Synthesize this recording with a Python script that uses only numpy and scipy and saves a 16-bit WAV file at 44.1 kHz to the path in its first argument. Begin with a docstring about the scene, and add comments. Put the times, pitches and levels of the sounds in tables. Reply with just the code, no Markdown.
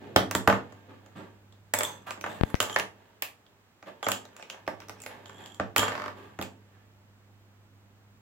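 """A short scrape and a sharp clack open the scene: hollow plastic sticks and balls snap together by their
magnets and knock on a wooden table in a small hard room. Each impact excites the modes of body, wall and
table top. Between blows, hands slide and rattle the pieces and loose magnets jingle; late on, a dropped
stick bounces. Three sharp pops jolt the left microphone alone. Mains hum and soft hiss fill the pauses;
midway the hum and some of the bass fade for a while."""
import sys
import numpy as np
from scipy import signal
from scipy.fft import rfft, irfft
from scipy.io import wavfile
from scipy.ndimage import uniform_filter1d

SR = 44100
rng = np.random.default_rng(int(sys.argv[2]) if len(sys.argv) > 2 else 0)


def dump_mix(stems):
    """Bounce the given channels to the path in sys.argv[1] as a 16-bit WAV at rate SR."""
    frames = np.atleast_2d(stems).T  # one column per channel
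    limited = np.clip(frames, -1, 1)  # hard clip at full scale
    pcm = np.round(limited * 32767).astype(np.int16)
    wavfile.write(sys.argv[1], SR, pcm)


N = 362052

# Impacts: (time [s], body level [dB], table thump [dB re body], wall ring [dB re body],
# tick [dB re body], body mode [Hz], wall mode [Hz], tick mode [Hz])
IMPACTS = [(0.16, -3, -10.5, -6.5, -10, 690, 3240, 5700), (0.31, -20, -21, 0, 0, 1050, 2500, 6240),
           (0.349, -13, -8, -4.5, 1, 1530, 3380, 7500), (0.474, 0.5, -13.5, -14, -21, 920, 2200, 12400),
           (0.498, -7.5, -21, -16, -24, 846, 2070, 7460), (0.525, -12.5, -12, -14, -22, 1250, 2520, 7040),
           (0.722, -41, -4, -3, -8.5, 845, 2180, 7000), (1.06, -44, -8.5, -6, -5.5, 466, 3130, 7000),
           (1.523, -53.5, -6.5, 5.5, -5.5, 768, 3530, 7520), (1.736, -12, -21, -1.5, 0.5, 1960, 2515, 7930),
           (1.786, -22.5, -18.5, 1.5, 8.5, 600, 2320, 7830),
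           (1.806, -16.5, -33, -0.5, -21, 1180, 2320, 7300), (1.832, -22, -19, -0.5, 7, 1740, 3240, 7700),
           (2.106, -24.5, -34, 1.5, -3, 1130, 2480, 7550), (2.174, -36.5, -10, -12, -23, 581, 2470, 6950),
           (2.21, -34.5, -13, 4.5, 2.5, 509, 2480, 6130), (2.239, -17, -22, -32, -21, 1510, 2240, 7150),
           (2.261, -21, -27, -34, -19, 820, 2230, 6620), (2.5, -35, -12, -14, -8, 925, 2430, 11100),
           (2.551, -32.5, -23, 4.5, -1, 1020, 2050, 6000),
           (2.601, -10.5, -19.5, -1.5, -2, 1220, 2950, 7200), (2.625, -21.5, -30, -6, 1, 859, 2720, 7230),
           (2.696, -26.5, -11.5, 0.5, -13, 842, 3130, 7050), (2.76, -8.5, -27, -7, -17, 1860, 3030, 5900),
           (2.786, -21, -16, -3, -3, 1930, 2000, 10800), (2.796, -21.5, -16, 4.5, -4, 1880, 2720, 6600),
           (3.221, -22.5, -25.5, 5, 8.5, 1830, 2620, 13900), (3.463, -55, -10, 7.5, -16.5, 825, 3340, 5700),
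           (3.825, -38, -11, -1, -19, 846, 2333, 6880), (4.027, -22.5, -24, -1.5, -14, 880, 3040, 7150),
           (4.065, -12, -15, -7, -27, 850, 2720, 7320), (4.084, -13.5, -27, -6, -3.5, 1180, 2050, 7300),
           (4.116, -19.5, -14.5, 3, 4, 780, 2870, 7330), (4.251, -39, -17, -2.5, -7, 458, 3700, 6400),
           (4.364, -41.5, -21, 2, 2, 1160, 2540, 7250), (4.395, -36, -32, -10, -14, 705, 2530, 7740),
           (4.424, -40, -21, 7, -4, 452, 2530, 7600), (4.498, -37.5, -32, 11, 5, 856, 2800, 6500),
           (4.542, -37.5, -33, -30, -22, 800, 3210, 6110),
           (4.676, -17.5, -17.5, -20, -16.5, 452, 2600, 5330), (4.665, -49, -20, 8, -1, 800, 2550, 5800),
           (4.801, -36.5, -32, 3, -6, 1890, 2050, 5950), (4.818, -40.5, -10, 3.5, -28, 1400, 2660, 6230),
           (4.883, -39, -11, -8, 2, 455, 3800, 5800), (4.894, -30.5, -15.5, 3.5, -3.5, 860, 2000, 5850),
           (5.001, -48.5, -8, 7, 8, 452, 2560, 8120), (5.017, -50, -21, 5, 19.5, 845, 2620, 7300),
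           (5.035, -46, -8, 7.5, 11.5, 654, 2180, 7140), (5.061, -29, -23, 2.5, -4, 507, 2100, 11100),
           (5.256, -40.5, -29, 3, -4, 912, 3200, 6940), (5.294, -35, -28, -3.5, -13, 1210, 2600, 7360),
           (5.458, -49.5, -16, 15, 10, 883, 3150, 7240), (5.544, -49, -17, 7, 8, 1370, 3220, 7200),
           (5.597, -14, -10, -12.5, -29, 800, 2080, 7600), (5.761, -9, -23, 0, -4.5, 1560, 2330, 12600),
           (5.78, -20.5, -4.5, 7.5, 9.5, 1180, 3090, 7300), (5.792, -20.5, -9, 6, 4, 800, 3170, 7300),
           (6.388, -24.5, -2, -24, -13, 860, 2220, 6700), (6.412, -24, -28, -2.5, -7, 603, 3350, 14100),
           (6.423, -31, -4, 4, 1, 834, 2510, 7440)]
# Timbre of the dropped stick: the last six columns of IMPACTS
STICK_TIMBRE = (-18.5, -6.5, -22.5, 1180, 2595, 5000)
# Modes of the hollow bodies: (frequency [Hz], bandwidth [Hz], gain [dB])
BODY_MODES = [(620, 93, -4.5), (922, 99, 6), (1180, 53, -1.5), (1603, 97, 4), (1790, 73, -8),
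              (2345, 83, -5.5)]
# Modes of the thin walls: (frequency [Hz], bandwidth [Hz], gain [dB])
WALL_MODES = [(2600, 540, 0.5), (3210, 220, 9), (5000, 400, -10.5), (6300, 870, -1), (7600, 810, 2.5),
              (10900, 400, -11), (13900, 9100, 1.5)]
# Modes of the table top: (frequency [Hz], gain [dB], nominal decay time [s])
TABLE_MODES = [(102.3, -6, 0.29), (193, -6.5, 0.19), (261.4, -2, 0.15), (327.4, -4, 0.062),
               (446, -0.5, 0.097)]
# Spells of jingling: (start [s], end [s], first level [dB], last level [dB], nominal tick rate [1/s],
# lowest mode [Hz], extra gain of the second mode [dB])
JINGLE_SPELLS = [(1.762, 1.856, -50, -33, 98, 3430, -9), (1.839, 2.034, -43.5, -67.5, 92, 3480, 13),
                 (2.295, 2.372, -54, -64.5, 75, 3600, -5.5), (2.437, 2.521, -66, -68.5, 98, 3500, 1.5),
                 (2.619, 2.76, -54, -41, 61, 3210, -1.5), (4.028, 4.198, -44.5, -52, 70, 3300, -1),
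                 (4.366, 4.46, -63, -63, 76, 2530, -5), (4.502, 4.581, -55, -67, 70, 3200, 5),
                 (4.973, 5.037, -62, -68, 82, 2530, -5), (5.256, 5.595, -58, -60, 62, 3306, -3.5),
                 (5.931, 6.1, -62, -65, 73, 2600, 8), (1.16, 1.238, -68, -73, 70, 3580, -1.5),
                 (5.769, 5.901, -27, -48, 74, 3256, -4.5)]
# Modes of a loose magnet in its socket: (frequency ratio [1], bandwidth per stage [Hz], gain [dB])
MAGNET_MODES = [(1, 229.5, 3.5), (1.81, 280, -9.5), (2.21, 480, -3.5), (3.42, 804, -17)]
# Activity of the hands among the pieces: (time [s], level [dB])
HAND_ACTIVITY = [(0, -60.5), (.7, -59), (1.35, -66), (1.6, -77), (2.0, -61), (2.9, -74), (3.0, -61),
                 (3.5, -74.5), (3.8, -79.5), (4.0, -60), (4.9, -61), (5.3, -55.5), (5.6, -62),
                 (5.72, -64.5), (6.1, -57.5), (6.5, -69), (7.2, -77), (7.6, -87)]
# Pieces slid over the table: (start [s], fade time [s], rumble [dB], knocking [dB], rubbing [dB],
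# hollow note [Hz])
SLIDE_STROKES = [(0.0, 0.21, -44, -54, -78, 750), (0.88, 0.085, -46.5, -54.5, -91, 1200),
                 (1.15, 0.12, -43, -46.5, -68.5, 1203), (1.849, 0.11, -50, -43, -52, 910),
                 (2.062, 0.061, -49, -37, -51.5, 1190), (2.257, 0.19, -46, -43, -56.5, 810),
                 (2.437, 0.13, -48, -50.5, -59, 900), (2.637, 0.17, -62, -43, -52, 1200),
                 (3.857, 0.057, -46.5, -42.5, -64, 620), (4.367, 0.077, -76, -59, -80, 1160),
                 (4.51, 0.061, -79, -51, -75, 1200), (4.565, 0.05, -78, -57.5, -75, 855),
                 (5.072, 0.13, -56, -48, -66, 533), (5.372, 0.14, -56, -50, -70, 820),
                 (5.772, 0.18, -45, -29.5, -51, 1190), (6.159, 0.16, -51.5, -51, -67.5, 1150),
                 (6.72, 0.12, -72, -65.5, -85, 1700)]
# Jolts of the left microphone: (time [s], peak level [dB])
MICROPHONE_POPS = [(2.41, -6), (2.434, -2), (2.542, -5)]
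# Reverberation of the room: (frequency [Hz], time to fall 60 dB [s])
ROOM_DECAY = [(100, 0.38), (400, 0.39), (1200, 0.26), (4000, 0.24), (9000, 0.24), (15000, 0.17)]
# Likeness of the sound at the two microphones: (frequency [Hz], correlation [1])
STEREO_CORRELATION = [(60, 0.16), (240, 1), (950, 0.43), (3770, -0.54), (15000, -0.18)]
# Harmonics of the mains hum: (frequency [Hz], level [dB])
HUM_HARMONICS = [(101, -59), (202, -70)]
# Passing fade of the hum, which the bass follows in part: (time [s], gain [dB])
HUM_FADE = [(0, 0), (2.88, 0), (2.97, -10), (3.9, -13), (4.55, -12), (4.68, -1), (8.21, -1)]
# Spectrum of the hiss: (frequency [Hz], relative density [dB])
HISS_SPECTRUM = [(20, -42.5), (50, -19), (90, -15.5), (150, -19.5), (260, -20), (420, -25), (1300, -28.5),
                 (3000, -35), (5500, -41.5), (7600, -40.5), (9800, -51.5), (13000, -44.5), (16000, -43)]

CONTACT_S, IMPACT_DELAY_S = .0024, .001  # decay of the chatter; lag behind the onset of the rattle
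SHARP_DB_PER_DB, SHARP_FROM_DB = 0.3, -15.5  # harder ticks carry more broad treble
BOUNCE_START_S, FLIGHT_S, RESTITUTION, ROCK_S = 5.829, .05, .8, .0205
BOUNCE_DB, SOFTENING = -15, 1.3  # first landing; amplitude follows this power of the flight time
HANDS_MIX_DB = (0.5, 1.5, -17.5)  # rumble, knocking, rubbing
RATTLE_DB, RATTLE_T60_S = (-21.5, -29.5, -34.5), (0.33, 0.22, 0.12)  # the same three, after an impact
SLIDE_RISE_S, SLIDE_FADE_DB = 0.016, -15  # the fade is reached after one fade time
NOTE_DB, NOTE_WIDTH_HZ = -1.5, 110  # a slide's hollow note, relative to its knocking
RECOIL_HZ, IMPACT_ECHO_DB, HISS_DB = 88, -4, -62.5
THIN_HZ, THIN_SHARE = 180, 0.66  # below this the pieces follow a share of the hum's fade in dB
LEFT_RE_RIGHT_DB, BAND_LIMIT_HZ = -2, 16100


def impact(db, table_db, wall_db, tick_db, body_hz, wall_hz, tick_hz):
    """Modal excitation: a brief contact force rings the piece, its wall and the table under it."""
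    t = np.arange(-8, 8184).clip(0) / SR
    force = contact_force(t)
    push = np.exp(-t / 0.0029) * [[1], [1]]
    table_ring = resonances(push, [(hz, 2.6 / decay_s, level) for hz, level, decay_s in TABLE_MODES])
    table = band(table_ring + 0.18 * force + 0.024 * push, 45, 550)
    hollow = resonance(force, body_hz, width_hz=500)
    body = band(resonances(force, BODY_MODES) + hollow + 0.69 * force, 350, 2400)
    wall = band(resonance(force, wall_hz, width_hz=450) + 0.12 * force, 1600, 5900)
    sharpness = gain_of(SHARP_DB_PER_DB * (db + tick_db - SHARP_FROM_DB))
    treble = 0.16 * resonances(force, WALL_MODES) + .15 * force
    tick = band(resonance(force, tick_hz, width_hz=500) + sharpness * treble, 5600, 24000)
    knock = peaked(body) + gain_of(table_db) * peaked(table) + gain_of(wall_db) * peaked(wall)
    return gain_of(db) * (knock + gain_of(tick_db) * peaked(tick))


def contact_force(t):
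    """Broadband excitation: a brief chatter of contacts has a nearly flat spectrum."""
    fall = np.exp(-t / CONTACT_S) * np.minimum(t / 0.00031, 1)
    spectrum = rfft(shared_noise(len(t), spread=.6) * fall)
    force = irfft(spectrum / (abs(spectrum) + 1e-9), len(t)) * fall ** 0.11
    force[1] = np.roll(force[1], rng.integers(-6, 7))  # the sound reaches one microphone first
    return force / np.linalg.norm(force[0]) * np.linalg.norm(fall)


def stick_bounces(count):
    """Inelastic rebound: flights shorten and landings soften until the stick rocks. Gives impact rows."""
    flights = np.maximum(FLIGHT_S * RESTITUTION ** np.arange(count), ROCK_S)
    times = BOUNCE_START_S + np.cumsum(flights) - flights
    levels = BOUNCE_DB + SOFTENING * 20 * np.log10(flights / FLIGHT_S)
    return [(start, db, *STICK_TIMBRE) for start, db in zip(times, levels)]


def magnet_jingle(start, end, first_db, last_db, ticks_per_s, lowest_hz, second_db):
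    """Repeated impact: a loose magnet chatters by fits and starts, each tick ringing the same modes."""
    n = round((end - start) * SR)
    drift, grit, fits = rng.standard_normal((3, n))
    cycles = np.cumsum(ticks_per_s * (1 + 8.8 * uniform_filter1d(drift, 400))) / SR
    since_tick = (cycles % 1) / ticks_per_s
    force = (np.exp(-since_tick / .003) + .15) * (grit + .6 * rng.standard_normal((2, n)))
    force *= gain_of(4 * wander(fits, 900))
    sound = 0
    for k, (ratio, width, db) in enumerate(MAGNET_MODES):
        hz = ratio * lowest_hz
        mode = resonance(resonance(force, hz, width), hz, width)
        sound += gain_of(db + second_db * (k == 1)) * mode
    return gain_of(np.linspace(first_db, last_db, n)) * unit_rms(sound) * signal.windows.tukey(n, .1)


def handling_rattle(impacts):
    """Shot noise: dense tiny contacts of uneven size ring the pieces while the table rumbles along."""
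    rumble, knocking, rubbing = handling_envelopes(impacts)
    size = gain_of(2.2 * np.minimum(rng.exponential(1, N), 4))
    touching = rng.random(N) < 2500 / SR  # contacts per second
    contacts = size * touching * shared_noise(N, spread=1.3)
    table = band(diffuse_noise(N), 120, 480)
    bodies = band(resonances(contacts, BODY_MODES) + .5 * contacts, 450, 3000)
    walls = band(resonances(contacts, WALL_MODES) + 0.072 * contacts, 2400, 16000)
    return rumble * unit_rms(table) + knocking * unit_rms(bodies) + rubbing * unit_rms(walls)


def handling_envelopes(impacts):
    """Drive and damping: hands and slides stir the pieces; after an impact they settle exponentially."""
    t = np.arange(N) / SR
    gain = gain_of(curve(HAND_ACTIVITY) + np.array(HANDS_MIX_DB)[:, None])
    for start, fade_s, *levels, _ in SLIDE_STROKES:
        add(gain, start, gain_of(levels)[:, None] * slide_envelope(fade_s))
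    settling = gain_of(np.array(RATTLE_DB)[:, None] - 60 * t[:SR // 2] / np.array(RATTLE_T60_S)[:, None])
    for start, db, table_db, wall_db, *_ in impacts:
        add(gain, start, gain_of(db + np.array([[table_db], [0], [wall_db]])) * settling)
    return gain


def slide_notes():
    """Frictional excitation: rubbing noise drives the hollow resonance of each sliding piece."""
    out = np.zeros((2, N))
    for start, fade_s, _, knock_db, _, hz in SLIDE_STROKES:
        envelope = slide_envelope(fade_s)
        friction = shared_noise(len(envelope), spread=.6)
        note = unit_rms(resonance(friction, hz, NOTE_WIDTH_HZ))
        add(out, start, gain_of(knock_db + NOTE_DB) * envelope * note)
    return out


def slide_envelope(fade_s):
    """Attack and decay: a slide rises linearly, then fades along a Gaussian curve."""
    t = np.arange(0, 2 * fade_s, 1 / SR)
    return gain_of(SLIDE_FADE_DB * (t / fade_s) ** 2) * np.minimum(t / SLIDE_RISE_S, 1)


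def microphone_pop(db):
    """Step response: the left microphone's bass cut swings a sudden jolt back through zero."""
    step = np.clip((np.arange(2000) - 60) / 6.5, 0, 1)
    swing = signal.lfilter(*signal.butter(2, RECOIL_HZ, "high", fs=SR), step)
    swing = signal.lfilter(*signal.butter(1, 22, "high", fs=SR), swing)
    return gain_of(db) * peaked(swing) * [[1], [0]]


def room(x):
    """Reverberation: sparse echoes of random sign die at a rate set by frequency; three tails take turns."""
    turn, out = np.arange(N) / SR * 2.3, 0
    for k in range(3):
        echoes = np.zeros((2, SR))
        arrivals = np.arange(200, SR - 20, 20) + rng.integers(0, 20, (2, (SR - 201) // 20))
        np.put_along_axis(echoes, arrivals, rng.choice([-1., 1.], arrivals.shape), 1)
        hz, t, spectra = signal.stft(echoes, SR, nperseg=512)
        spectra[1] = correlated(*spectra, hz[:, None])
        decay = gain_of(-60 * t / at_frequency(ROOM_DECAY, hz)[:, None])
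        tail = signal.istft(spectra * decay, SR, nperseg=512)[1]
        crossfade = np.sqrt(2 / 3) * np.cos(np.pi * (turn + k / 3))  # constant total power
        out += signal.fftconvolve(x * crossfade, tail / np.linalg.norm(tail[0]), axes=1)[:, :N]
    return out


def hiss():
    """Spectrally shaped noise: the hiss of room and microphones, its bass fading with the hum."""
    shape = gain_of(at_frequency(HISS_SPECTRUM, np.fft.rfftfreq(N, 1 / SR)))
    noise = unit_rms(irfft(rfft(diffuse_noise(N)) * shape, N))
    return bass_fade(gain_of(HISS_DB) * noise, corner_hz=350, share=.5)


def mains_hum():
    """Modulation: two harmonics waver slightly in level and phase, and fade for a while."""
    t = np.arange(N) / SR
    level, phase = wander(rng.standard_normal((2, N)), 3000)
    hum = sum(gain_of(db + 1.2 * level) * np.sin(2 * np.pi * hz * t + .2 * phase * hz / 100)
              for hz, db in HUM_HARMONICS)
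    return np.sqrt(2) * gain_of(curve(HUM_FADE)) * hum


def bass_fade(x, corner_hz, share):
    """Shelving filter: the bass follows a share of the hum's fade in decibels."""
    bass = signal.lfilter(*signal.butter(1, corner_hz, fs=SR), x)
    return x - (1 - gain_of(share * curve(HUM_FADE))) * bass


def resonance(x, hz, width_hz):
    """Damped oscillator: one mode with unit gain at its peak."""
    return signal.lfilter(*signal.iirpeak(np.clip(hz, 20, SR / 2.2), hz / width_hz, SR), x)


def resonances(x, modes):
    """Modal superposition: parallel modes of alternating sign."""
    return sum((-1) ** k * gain_of(db) * resonance(x, hz, width)
               for k, (hz, width, db) in enumerate(modes))


def band(x, lo_hz, hi_hz):
    """Butterworth band-pass with steep skirts."""
    edges = [lo_hz, min(hi_hz, SR / 2.1)]
    return signal.sosfilt(signal.butter(3, edges, "band", fs=SR, output="sos"), x)


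def shared_noise(n, spread):
    """Partial coherence: common noise plus an independent part at each microphone."""
    return rng.standard_normal(n) + spread * rng.standard_normal((2, n))


def diffuse_noise(n):
    """Spatial coherence: noise whose likeness at the two microphones depends on frequency."""
    left, other = rfft(rng.standard_normal((2, n)))
    return irfft([left, correlated(left, other, np.fft.rfftfreq(n, 1 / SR))], n)


def correlated(left, other, hz):
    """Equal-power mixing: a right spectrum with the set correlation to the left."""
    likeness = np.clip(at_frequency(STEREO_CORRELATION, hz), -1, 1)
    return likeness * left + np.sqrt(1 - likeness ** 2) * other


def wander(noise, samples):
    """Double averaging turns noise into a slow fluctuation of rms 1."""
    return unit_rms(uniform_filter1d(uniform_filter1d(noise, samples), samples))


def curve(points):
    """Linear interpolation over the scene's time."""
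    return np.interp(np.arange(N) / SR, *np.transpose(points))


def at_frequency(points, hz):
    """Interpolation on a log-frequency axis."""
    known_hz, values = np.transpose(points)
    return np.interp(np.log(hz + 1), np.log(known_hz + 1), values)


def gain_of(db):
    """Decibels to amplitude ratio."""
    return 10 ** (np.asarray(db) / 20)


def unit_rms(x):
    """Normalisation to rms 1."""
    return x / np.sqrt(np.mean(x ** 2) + 1e-20)


def peaked(x):
    """Normalisation to peak 1."""
    return x / (abs(x).max() + 1e-12)


def add(mix, start_s, sound):
    """Superposition of a sound from a given time."""
    part = mix[:, round(start_s * SR):][:, :sound.shape[1]]
    part += sound[:, :part.shape[1]]


def scene():
    """Superposition: direct sound, reverberation, hiss, hum and pops add at two microphones."""
    struck, jingling, pops = np.zeros((3, 2, N))
    impacts = IMPACTS + stick_bounces(count=10)
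    for start, *strike in impacts:
        add(struck, start + IMPACT_DELAY_S, impact(*strike))
    for start, *spell in JINGLE_SPELLS:
        add(jingling, start, magnet_jingle(start, *spell))
    for start, db in MICROPHONE_POPS:
        add(pops, start, microphone_pop(db))
    rattle = handling_rattle(impacts) + slide_notes()
    direct = struck + jingling + 0.52 * rattle
    echoes = room(gain_of(IMPACT_ECHO_DB) * struck + 0.57 * jingling + 0.45 * rattle)
    heard = bass_fade(direct + echoes, THIN_HZ, THIN_SHARE) + hiss() + mains_hum()
    balance = gain_of([[LEFT_RE_RIGHT_DB / 2], [-LEFT_RE_RIGHT_DB / 2]])
    return heard * balance + pops


def record(dry):
    """Band limiting: a linear-phase low-pass removes the highest treble."""
    low_pass = signal.firwin(255, BAND_LIMIT_HZ, window=("kaiser", 9), fs=SR)
    return signal.oaconvolve(dry, low_pass[None], "same")


dry = scene()
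out = record(dry)
dump_mix(out)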